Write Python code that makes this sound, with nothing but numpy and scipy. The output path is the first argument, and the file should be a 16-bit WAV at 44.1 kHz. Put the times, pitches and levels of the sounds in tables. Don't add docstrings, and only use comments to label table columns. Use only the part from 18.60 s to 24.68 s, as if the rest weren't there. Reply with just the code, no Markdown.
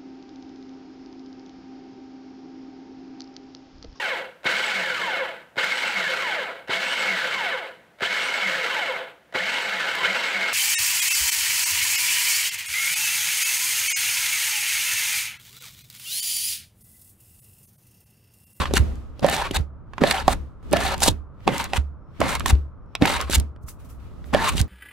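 import sys
import numpy as np
from scipy import signal
from scipy.fft import rfft, irfft
from scipy.io import wavfile
from scipy.ndimage import uniform_filter1d

SR = 44100
rng = np.random.default_rng(int(sys.argv[2]) if len(sys.argv) > 2 else 0)


def volts_from_db(level):
    exponent = np.asarray(level, float) / 20
    return 10 ** exponent


def bounce(signal):
    frames = np.transpose(np.atleast_2d(signal))
    limited = np.clip(frames, -1, 1)
    pcm = np.round(limited * 32767).astype(np.int16)
    wavfile.write(sys.argv[1], SR, pcm)


N = 268128


def white():
    return rng.standard_normal(N)


def rms_one(x):
    return x / np.sqrt(np.mean(x ** 2) + 1e-20)


def in_time(rows, silent=None):
    s, *columns = np.transpose(rows)
    return np.array([np.interp(np.arange(N) / SR, s, c, silent, silent) for c in columns])


def band(x, low_hz, high_hz):
    sos = signal.butter(2, [low_hz, min(high_hz, .45 * SR)], "band", fs=SR, output="sos")
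    return signal.sosfilt(sos, x)


def coloured(x, spectrum):
    hz, db = np.transpose(spectrum)
    grid = np.fft.rfftfreq(N, 1 / SR) + 1
    return irfft(rfft(x) * volts_from_db(np.interp(np.log(grid), np.log(hz), db)), N)


def resonate(x, hz, width_hz):
    r = np.exp(-np.pi * width_hz / SR)
    poles = [1, -2 * r * np.cos(2 * np.pi * hz / SR), r * r]
    return signal.lfilter([(1 - r * r) / 2, 0, (r * r - 1) / 2], poles, x)


def drift(rate):
    steps = rng.standard_normal(1000)
    return np.interp(np.arange(N) / SR * rate, np.arange(1000), steps)


def pair(alike, draw):
    alike = np.clip(alike, -1, 1)
    shared = np.sqrt((1 + alike) / 2) * draw()
    return shared + np.sqrt((1 - alike) / 2) * draw() * [[1], [-1]]


def panned(x, left_db):
    return x * volts_from_db(np.array([[.5], [-.5]]) * left_db)


def add(out, s, x):
    at = round(s * SR)
    out[:, at:at + x.shape[1]] += x[:, :N - at]


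def grains(per_s, uneven_db):
    sizes = volts_from_db(uneven_db * np.minimum(rng.exponential(1, N), 4)) * rng.choice([-1, 1], N)
    return rms_one(sizes * (rng.random(N) < per_s / SR))


def swell(s, db, rise_s, rise_db, fade_db_per_s):
    t = np.arange(N) / SR - s
    return np.where(t < -rise_s, -150, db + np.where(t < 0, rise_db * t / rise_s, -fade_db_per_s * t))


# pitch_hz, density_db (per Hz)
HUM_SPECTRUM = [(59, -36), (100, 4.5), (188, -11), (268, -5), (375, -10), (594, -11), (797, -16),
                (1290, -11), (1400, -16.5), (1840, -31.5), (2090, -35), (3610, -51), (15000, -70)]


def hum():
    rumble = volts_from_db(-43.5) * rms_one(band(pair(0.11, white), 15, 110))
    return rumble + volts_from_db(-53) * rms_one(coloured(pair(0.86, white), HUM_SPECTRUM))


def room(x):
    t60_s, level_db, wall_cut_hz = 0.058, -17.5, 3900
    t = np.arange(SR // 3) / SR
    tail = rng.standard_normal((2, len(t))) * volts_from_db(-60 * t / t60_s) * (t > .004)
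    tail = band(tail, 130, wall_cut_hz)
    tail = tail / np.sqrt(np.sum(tail ** 2, axis=1, keepdims=True))
    return volts_from_db(level_db) * signal.fftconvolve(x, tail, axes=1)[:, :N]


# start_s, boom_db, build_up_s, fading_db_per_s
LOAD_RELEASES = [(0.001, -12.5, .05, 282.5), (0.2, -17, 0.16, 76.5), (0.998, -19, 0.15, 361),
                 (1.71, -19.5, 0.093, 124), (2.518, -21, 0.49, 252.5), (3.199, -28, 0.3, 210.5),
                 (3.928, -19, 0.19, 203.5), (4.788, -17, 0.081, 257), (5.25, -41, .2, 24.5),
                 (5.691, -34.5, 0.48, 86), (6.028, -21, 0.32, 337)]


def table_load():
    lifts = np.max([swell(s, db, rise_s, 13.5, fade) for s, db, rise_s, fade in LOAD_RELEASES], axis=0)
    held, landings = [], []
    for s, length, _, db, _ in BLADE_PRESSES:
        load = [(s - TOUCH_S, db - 28.5), (s, db), (s + length + .1, db), (s + length + .2, db - 20)]
        held.append(in_time(load, silent=-150)[0])
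        landings.append(swell(s, -19, TOUCH_S, 22, 125))
    boom_db = np.maximum(lifts, np.max(held, axis=0) - 6.5)
    wood_db = np.maximum(lifts - 10, np.max(landings, axis=0))
    return boom_db, wood_db


# pitch_hz, width_hz, level_db, left_right_likeness
LOW_MODES = [
    (35, 2.4, -10, 0.056),
    (66, 6.2, -3.5, 0.28),
]
# start_s, peak_db, pitch_hz, left_right_db, ring_db (against peak)
TABLE_BLOWS = [
    (0.2, -3, 62, -3, -18),
    (1, -10, 68.4, -4, -17),
    (1.731, -20, 79.7, 1.5, -6.5),
    (2.49, -16, 100, -7, -7),
    (3.181, -8.5, 60, -3.5, -11),
    (3.928, -1.5, 62, 3, -16.5),
    (4.77, -11, 60, 2, -9.5),
    (5.04, -25, 60.4, -5, -40),
    (6.005, -7, 70, -13, -39),
]


def table():
    boom_db, wood_db = table_load()
    boom = sum(volts_from_db(db) * rms_one(resonate(pair(alike, white), hz, width_hz))
               for hz, width_hz, db, alike in LOW_MODES)
    wood = band(pair(.1, white), 110, 300)
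    out = panned(volts_from_db(boom_db - 2.0) * rms_one(boom) + volts_from_db(wood_db - 3.0) * rms_one(wood), -1.0)
    t = np.arange(SR // 3) / SR
    ear_phase = np.array([[.6], [0]])
    for s, db, hz, left_db, ring_db in TABLE_BLOWS:
        turns = hz * t + 0.2 * (1 - np.exp(-t / 0.004))
        push = -np.sin(2 * np.pi * turns + ear_phase) * volts_from_db(-60 * t / 0.09) * (1 - np.exp(-t / .004))
        ring = -np.sin(2 * np.pi * 71 * t) * volts_from_db(ring_db - 60 * t / 0.49) * (1 - np.exp(-t / 0.021))
        add(out, s, panned(volts_from_db(db + 2.5) * (push + ring), left_db))
    return out


def whistle():
    hz, width_hz, level_db = 5460, 200, -88
    note = resonate(resonate(pair(.3, white), hz, width_hz), hz, width_hz)
    carried_db = np.max([swell(s - .1, 0, .25, 25, 150) for s, *_ in BLADE_PRESSES[5:]], axis=0)
    return volts_from_db(level_db + carried_db + 4 * drift(12)) * rms_one(note)


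# start_s, rustle_db, rub_db, fading_db_per_s
FINGER_TURNS = [
    (5.035, -58, -80.5, 903),
    (5.089, -38, -41.5, 435),
    (5.201, -59, -51, 299),
    (5.25, -57.5, -53.5, 300),
    (5.3, -50.5, -48.5, 298),
    (5.4, -70, -54, 39),
    (5.66, -61, -56.5, 100.5),
]


def finger_moves():
    reach = np.max([swell(s - TOUCH_S, 0, .14, 30.5, 2000) for s, *_ in BLADE_PRESSES], axis=0)
    moves = [swell(s, 0, 0.027, 28, fade) + [[rustle_db], [rub_db]]
             for s, rustle_db, rub_db, fade in FINGER_TURNS]
    reach_rustle_db, reach_rub_db = -68.5, -46.5
    return np.max(moves + [reach + [[reach_rustle_db], [reach_rub_db]]], axis=0)


def fingers():
    patches = volts_from_db(1.84 * drift(36))

    def dry_grains():
        return pair(0.19, lambda: grains(6600, 1.3)) * patches

    rustle_db, rub_db = finger_moves()
    rustle = rms_one(band(band(dry_grains(), 4500, 16000), 4500, 18000))
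    rub = rms_one(band(dry_grains(), 610, 3300))
    return volts_from_db(rustle_db - 0.5) * rustle + volts_from_db(rub_db - 8) * rub


def slit_ring():
    out, wet = 0, pair(.8, lambda: grains(900, 3.0))
    for s, length, deepest, db, groove_hz in BLADE_PRESSES[1:]:
        sing_db = swell(s + TOUCH_S, db - 7, TOUCH_S, 18, 45)
        choked_db = swell(s + length, 0, SR, 0, 2000)
        hz = max(1750, 2.85 * groove_hz if groove_hz < 800 else 0)
        out = out + volts_from_db(sing_db + choked_db) * rms_one(resonate(wet, hz, 60))
    return panned(out, -2.0)


BURST_LAG_S = .003
# start_s, peak_db
FILMS_SINKING = [(0.3539, -39), (0.6045, -39.5), (0.6634, -17), (0.6863, -18.5), (0.6965, -11),
                 (0.7662, -19.5), (1.4763, -24), (1.508, -5.5), (1.5237, -16), (2.1113, -28),
                 (2.1281, -7.5), (2.166, -16), (2.2027, -19), (2.2272, -24.5), (2.2493, -19), (2.9793, -12),
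                 (3.0096, -20.5), (3.04, -14), (3.6028, -15.5), (3.7503, -11), (3.795, -16.5),
                 (4.4564, -9.5), (4.4916, -14), (4.5342, -20.5), (4.6112, -11.5)]
# start_s, peak_db
FILMS_TEARING = [(0.137, -12), (0.165, -9), (0.911, -19), (0.9478, -18), (1.6776, -12.5), (2.378, -23),
                 (2.4029, -15.5), (2.4167, -25.5), (2.4432, -13.5), (2.4596, -11.5), (2.4741, -5.5),
                 (3.1313, -50.5), (3.8591, -6.5), (3.8807, -12), (4.698, -15.5), (4.7064, -18.5),
                 (4.726, -11), (4.7501, -2.5), (4.7976, -13.5), (5.9554, -27), (5.9776, -26), (5.9933, -21),
                 (6.0125, -9.5), (4.781, -22.5)]


def snaps():
    out, t = np.zeros((2, N)), np.arange(SR // 40) / SR
    films = FILMS_SINKING + FILMS_TEARING
    for (s, db), noise in zip(films, rng.standard_normal((len(films), 2, SR // 40))):
        burst = (noise[0] + .5 * noise[1] * [[1], [-1]]) * volts_from_db(db - 5 - 60 * t / 0.011)
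        add(out, s + BURST_LAG_S / 2, band(burst, 2600, 12000))
    return out


# start_s, peak_db, pitch_hz, crack_db, crack_pitch_hz
LANDING_SMACKS = [(0.624, -19, 220, -61, 1820), (0.642, 1.5, 571, -20, 1563),
                  (1.415, -0.5, 247, -39.5, 1748), (1.434, 1.5, 584, -9.5, 1780),
                  (2.117, -16, 338, -16, 1720), (2.131, 1, 627, -19, 1750), (2.874, 0.5, 860, -8, 1900),
                  (2.886, -10.5, 518, -12.5, 2150), (3.599, -10.5, 320, -12.5, 1410),
                  (3.612, 0, 674, -17, 1900), (4.413, -13, 309, -22, 1800), (4.419, 2, 268, -11.5, 1845),
                  (5.736, -7.5, 223, -4, 1417), (5.744, 1, 630, -9.5, 1660)]
# start_s, peak_db, pitch_hz, crack_db, crack_pitch_hz
SUCTION_BREAKS = [(0.107, -12.5, 554, -32, 1980), (0.134, 1, 260, -15, 3840), (0.166, -5.5, 202, 2.5, 1356),
                  (0.888, -31, 261, -7.5, 2580), (0.907, -10.5, 277, -11.5, 2275),
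                  (1.677, 6.5, 789, -17, 3450), (2.417, -5.5, 835, -9, 1400), (2.458, -10, 766, -16, 3348),
                  (2.478, 2.5, 325, -18, 3290), (3.131, -7.5, 810, -5, 1910),
                  (3.856, -4.5, 1084, -18.5, 2373), (3.949, -22, 257, -10.5, 1500),
                  (4.694, -5.5, 202, -20.5, 1603), (4.73, -7.5, 1640, -7, 3500),
                  (5.948, -11.5, 202, -28.5, 3140), (5.977, -18, 202, 1, 2940)]
# start_s, peak_db, pitch_hz, crack_db, crack_pitch_hz
AIR_POCKETS = [(0.053, -13.5, 1255, -11, 2220), (0.591, -24.5, 580, -6.5, 3700),
               (0.684, -12, 800, -3, 1840), (0.762, -16, 863, -0.5, 3830),
               (1.332, -24.5, 1150, -57.5, 1770), (1.378, -12.5, 1065, -27, 1490),
               (1.508, 0, 1890, -11.5, 2930), (1.596, -16, 775, -9, 3990), (2.166, -9.5, 1805, -11, 1740),
               (2.802, -37.5, 214, -10, 1730), (3.75, -14, 1314, -11.5, 1530),
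               (3.803, -14, 1220, -12.5, 2660), (4.349, -13.5, 1130, 0, 2655),
               (4.451, -3.5, 940, -7.5, 1650), (4.601, -14, 1300, -9.5, 2400),
               (4.959, -30, 239.5, -14.5, 1456), (5.081, -30, 1367, -23.5, 1387),
               (5.639, -31, 229, -8, 1460)]


def pops():
    out, t = np.zeros((2, N)), np.arange(SR // 10) / SR
    kinds = (LANDING_SMACKS, 0.048), (SUCTION_BREAKS, 0.021), (AIR_POCKETS, 0.017)
    bursts = sorted((*row, t60) for rows, t60 in kinds for row in rows)
    luck = rng.standard_normal((len(bursts), 2))
    cracks = rng.standard_normal((len(bursts), 2, SR // 10))
    for (s, db, hz, crack_db, crack_hz, t60), odd, noise in zip(bursts, luck, cracks):
        fade = volts_from_db(-60 * t / min(t60, 22 / hz)) * (1 - np.exp(-t * hz / .25))
        turns = hz * (0.924 * t + 5.0 * t * t)
        neighbour = np.sin(2 * np.pi * turns * (1.5 + 0.21 * odd[0]) + odd[1])
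        ring = np.sin(2 * np.pi * turns) + volts_from_db(-8.0) * neighbour
        noise = noise[0] + 0.13 * noise[1] * [[1], [-1]]
        slap = band(noise * volts_from_db(-60 * t / 0.019), 0.19 * hz, 1.98 * hz)
        slap = slap * np.sqrt(1000 / hz) * volts_from_db(4.0)
        raw = noise * volts_from_db(crack_db - 60 * t / 0.013)
        crack = volts_from_db(15) * resonate(raw, crack_hz, 0.25 * crack_hz)
        crack += volts_from_db(6) * resonate(raw, 1.3 * crack_hz, 0.21 * crack_hz)
        crack += volts_from_db(-2.5) * band(band(raw, 1100, 5000), 600, 5500)
        deep = panned(-ring * fade + slap, -6.0)
        add(out, s + BURST_LAG_S, volts_from_db(db - 6) * (deep + panned(crack, -1.4)))
    return out


def hollow(pitch_hz, low_hz, high_hz, floor_db):
    out, power = 0, 0
    wet = [pair(.75, lambda: grains(1600, 2.0)) for k in range(3)]
    for k, hz in enumerate(np.geomspace(low_hz, high_hz, num=10)):
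        near_db = np.maximum(-50 * np.abs(np.log2(hz / pitch_hz)), floor_db)
        near = volts_from_db(near_db + 4.5 * drift(35))
        out = out + near * rms_one(resonate(wet[k % 3], hz, 0.13 * hz))
        power = power + near ** 2
    return out / np.sqrt(power)


TOUCH_S = 0.016
# landing_s, length_s, deepest_after_s, strength_db, groove_pitch_hz (at landing)
BLADE_PRESSES = [
    (-0.2, 0.2395, 0.11, -22, 700),
    (0.629, 0.24, 0.096, -26, 626),
    (1.413, 0.21, 0.078, -26, 574),
    (2.121, .222, 0.12, -24.5, 560),
    (2.872, 0.186, .1, -29.5, 733),
    (3.607, .16, 0.088, -26, 751),
    (4.416, 0.21, 0.082, -24.5, 743),
    (5.737, 0.16, 0.16, -23.5, 820),
]


def press_rows(s, length, deepest, db, hz):
    t = np.array([-TOUCH_S, 0, deepest, length, length + .01, length + .08])
    sag_db = -51 * max(length - deepest, 0)
    contact_db = np.array([-36.5, 0, 0, 0, -12, -17.5])
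    effort_db = np.array([-11, -11, 0, sag_db, sag_db, sag_db])
    fizz_db = -6.5 + 2.2 * effort_db
    body_db = 3 - 15.5 * t
    levels = db + contact_db + [effort_db, fizz_db, body_db]
    groove_hz, slit_hz = hz + 1500 * t, 1800 + 2700 * t
    return np.transpose([s + np.maximum.accumulate(t), *levels, groove_hz, slit_hz])


# ripping_from_s, free_s, strength_db, fizz_db, body_db (both against strength)
BLADE_TEARS = [
    (0.158, 0.181, -15, -5.5, -7.5),
    (0.947, 0.97, -21.5, -6.5, -3),
    (1.695, 1.734, -26.5, -0.5, 13.5),
    (2.421, 2.489, -24.5, 7, 4.4),
    (3.15, 3.178, -20, -8, 5),
    (3.878, 3.91, -22.5, -4.5, -2.5),
    (4.723, 4.76, -21, 1, -10),
    (5.97, 6.006, -26.5, 0, -4),
]


def tear_rows(s, free, db, fizz_db, body_db):
    t = [s - 0.03, s, free, free + 0.0027, free + 0.044]
    effort_db = db + np.array([-29.5, -6.5, 0, -19.5, -40])
    groove_hz = 760 + 230 * np.array([0.45, 0.13, 0.84, 0.72, 0.9])
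    slit_hz = np.full(len(t), 2030)
    return np.transpose([t, effort_db, effort_db + fizz_db, effort_db + body_db, groove_hz, slit_hz])


# pitch_hz, width_hz, level_db
SMALL_CAVITIES = [
    (2773, 310, -6),
    (3440, 150, -6.5),
    (3800, 450, -2.5),
    (4320, 290, -9.5),
]
# pitch_hz, density_db (per Hz)
FIZZ_SPECTRUM = [(710, -39), (1200, -1), (1770, 0.5), (1930, -20.5), (2920, 1.5), (5780, -11.5),
                 (8630, -11), (16000, -24)]


def squelch():
    level, pitch = np.zeros((3, N)), np.full((2, N), 1000.)
    for rows in [press_rows(*row) for row in BLADE_PRESSES] + [tear_rows(*row) for row in BLADE_TEARS]:
        now = in_time(rows)
        on = slice(max(round(rows[0][0] * SR), 0), round(rows[-1][0] * SR))
        level[:, on] = np.maximum(level[:, on], volts_from_db(now[:3, on]))
        pitch[:, on] = now[3:, on]
    level[2] = np.minimum(level[2], volts_from_db(-23))
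    slips = volts_from_db(2.92 * drift(90))
    middle, top, body = uniform_filter1d(level, size=120) * slips
    groove_hz, slit_hz = pitch
    wet = pair(.7, lambda: grains(1400, 4.0))
    small = sum(volts_from_db(db + 5 * drift(25)) * rms_one(resonate(wet, hz, width_hz))
                for hz, width_hz, db in SMALL_CAVITIES)
    fizz = coloured(pair(.75, lambda: grains(4000, 4.6)), FIZZ_SPECTRUM)
    slit = hollow(slit_hz, 1500, 2600, floor_db=-10.5)
    out = middle * (volts_from_db(-11.0) * rms_one(small) + volts_from_db(-8.5) * slit)
    restless = sum(volts_from_db(2.5 * drift(55)) * band(fizz, hz, 1.4 * hz) for hz in np.geomspace(870, 3600, num=5))
    out += middle * volts_from_db(-7.5) * rms_one(restless)
    out += top * volts_from_db(0.5 + 1.6 * drift(140)) * rms_one(band(fizz, 4600, 17000))
    out += body * volts_from_db(-4.5) * hollow(groove_hz, 480, 1334, floor_db=-14.5)
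    return panned(out, 0.078)


def scene():
    slime = squelch() + pops() + snaps() + fingers() + slit_ring()
    slime[0] = np.roll(slime[0], 1)
    return slime + room(slime) + table() + hum() + whistle()


def top_cut(x):
    return signal.sosfilt(signal.butter(12, 16660, fs=SR, output="sos"), x)


def record(dry):
    low_pass = signal.cheby2(10, 50, 16900, fs=SR, output="sos")
    mix = signal.sosfilt(low_pass, np.clip(dry, -.9, .9))
    return top_cut(mix)


dry = scene()
out = record(dry)
bounce(out)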